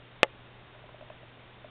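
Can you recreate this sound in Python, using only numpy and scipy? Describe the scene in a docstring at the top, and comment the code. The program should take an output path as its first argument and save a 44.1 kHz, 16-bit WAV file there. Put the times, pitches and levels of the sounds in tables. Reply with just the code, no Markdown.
"""One sharp knock close by, at a window with a plastic bird feeder stuck to the pane.
The blow sets off short-lived modes, followed by a few close reflections and a dull tail.
Faint taps come next, each a contact tick and a hollow ring, over mains hum and the hiss
of a small camera. Its microphone takes in little above 4 kHz, and the knock just overloads it."""
import sys
import numpy as np
from scipy import signal
from scipy.fft import rfft, irfft
from scipy.io import wavfile

SR = 44100
rng = np.random.default_rng(int(sys.argv[2]) if len(sys.argv) > 2 else 0)


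def inscribe(sig):
    """Save sig as 16-bit PCM at rate SR to the path in sys.argv[1].

    A 1-D sig is mono; a 2-D sig holds one channel per row.
    Samples are clipped to [-1, 1] before scaling.
    """
    pcm = np.round(np.clip(np.atleast_2d(sig).T, -1, 1) * 32767)
    wavfile.write(sys.argv[1], SR, pcm.astype(np.int16))


N = 74970

# Resonances of the struck body. Each row: frequency in Hz, level in dB, T60 in seconds.
KNOCK_RESONANCES = [(538, -33.5, 0.13), (575, -6.5, 0.018), (687, -15.5, .035), (844, -17.5, 0.037),
                    (1200, -16, 0.016), (1390, -10, 0.0082), (1810, -12.5, 0.015), (2064, -18, 0.028),
                    (2235, -23, 0.019), (2610, -1.5, 0.0063), (2930, -20, 0.025), (3314, -16.5, 0.018),
                    (3690, -8, .0088), (4180, -12, 0.011)]


def knock(start_s=0.2311):
    """One hard blow rings the body's modes and carries into the room."""
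    direct = dispersion(struck(KNOCK_RESONANCES, start_s))
    return direct + room(direct)


def struck(modes, start_s):
    """Decaying sines, all set off together by one contact."""
    age_s = time_since(start_s)
    return sum(from_db(db) * decay(age_s, t60_s) * np.sin(2 * np.pi * hz * age_s)
               for hz, db, t60_s in modes)


def dispersion(x, centre_hz=1940, width_hz=700):
    """The struck body delays one band: an all-pass spreads the blow over a millisecond or two."""
    radius = np.exp(-np.pi * width_hz / SR)
    denominator = [1, -2 * radius * np.cos(2 * np.pi * centre_hz / SR), radius * radius]
    return signal.lfilter(denominator[::-1], denominator, x)


# Reflections off nearby surfaces. Each row: delay in seconds, level in dB, low-pass edge in Hz.
REFLECTIONS = [(.0059, -28, 1640), (.0137, -15, 880), (.028, -32, 580)]


def room(x, tail_db=-45.5, tail_t60_s=0.12):
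    """Close reflections and a short, dull tail, both thin in the bass."""
    early = sum(from_db(db) * lowpass(delayed(x, delay_s), edge_hz, order=3)
                for delay_s, db, edge_hz in REFLECTIONS)
    t = np.arange(N // 4) / SR
    response = lowpass(rng.standard_normal(len(t)), hz=1200, order=2) * decay(t, tail_t60_s)
    response *= from_db(tail_db) / np.sqrt(np.sum(response ** 2))
    tail = signal.fftconvolve(x, response)[:N]
    return highpass(early + tail, hz=440, order=2)


# Faint taps. Each row: start in seconds, level in dB, extra gain of the tick in dB.
TAP_CONTACTS = [(.748, -54, 14.5), (.761, -53.5, -10), (.791, -50.5, 10), (.839, -47, -12),
                (.8905, -51.5, 14.5), (.943, -43.5, -4), (1.0098, -43.5, 6), (1.0243, -42, -9),
                (1.1006, -41, 7.5), (1.229, -47, -1.5), (1.6442, -41.5, 4)]
# Hollow ring of a tap. Each row: frequency in Hz, level in dB, T60 in seconds.
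RING_RESONANCES = [(648.4, 11.5, 0.029), (610.3, 3, 0.072)]
# Contact tick of a tap. Each row: frequency in Hz, level in dB, T60 in seconds.
TICK_RESONANCES = [(1033, -5.5, 0.017), (1390, -7, 0.011), (2600, -10.5, .008)]


def taps(swell_s=0.0032):
    """Light contacts: a tick, then a hollow ring that takes a cycle or two to build up."""
    out = np.zeros(N)
    for start_s, db, tick_db in TAP_CONTACTS:
        tick = from_db(tick_db) * struck(TICK_RESONANCES, start_s)
        swell = 1 - np.exp(-time_since(start_s) / swell_s)
        ring = swell * struck(RING_RESONANCES, start_s)
        out += from_db(db) * (tick + ring)
    return out


# Spectrum of the hiss. Each row: frequency in Hz, relative density in dB.
HISS_SPECTRUM = [(25, 6.5), (60, 6), (110, 3), (220, 4), (500, 3), (1000, 0), (2000, -2.5), (3700, -5),
                 (4050, -21), (4400, -27.5), (4700, -83.5)]


def camera_hiss(rms_db=-54):
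    """The camera's own even noise, falling away steeply near 4 kHz."""
    hz, db = np.transpose(HISS_SPECTRUM)
    bins_hz = np.maximum(np.fft.rfftfreq(N, 1 / SR), 1)
    shape_db = np.interp(np.log(bins_hz), np.log(hz), db)
    hiss = irfft(rfft(rng.standard_normal(N)) * from_db(shape_db), N)
    return from_db(rms_db) * hiss / hiss.std()


def mains_hum(hz=120.3, rms_db=-59):
    """One steady tone at twice the mains frequency."""
    return from_db(rms_db) * np.sqrt(2) * np.sin(2 * np.pi * hz * np.arange(N) / SR)


def from_db(db):
    return 10 ** (np.asarray(db) / 20)


def time_since(start_s):
    return np.maximum(np.arange(N) / SR - start_s, 0)


def decay(age_s, t60_s):
    return np.exp(-np.log(1000) * age_s / t60_s)


def delayed(x, delay_s):
    return np.interp(np.arange(N) - delay_s * SR, np.arange(N), x, left=0)


def lowpass(x, hz, order):
    return signal.sosfilt(signal.butter(order, hz, fs=SR, output="sos"), x)


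def highpass(x, hz, order):
    return signal.sosfilt(signal.butter(order, hz, "high", fs=SR, output="sos"), x)


def scene():
    """Knock and taps through the microphone's narrow band, over hiss and hum; mono."""
    hits = highpass(knock() + taps(), hz=545, order=1)
    hits = lowpass(hits, hz=3470, order=10)
    return (hits + camera_hiss() + mains_hum())[None]


def record(dry, overload=0.8, stop_db=70, stop_hz=17500):
    """The tip of the knock overloads, adding a brief bright snap; the top treble is cut."""
    clipped = np.clip(dry, -overload, overload)
    treble_cut = signal.cheby2(12, stop_db, stop_hz, fs=SR, output="sos")
    return signal.sosfilt(treble_cut, clipped)


dry = scene()
out = record(dry)
inscribe(out)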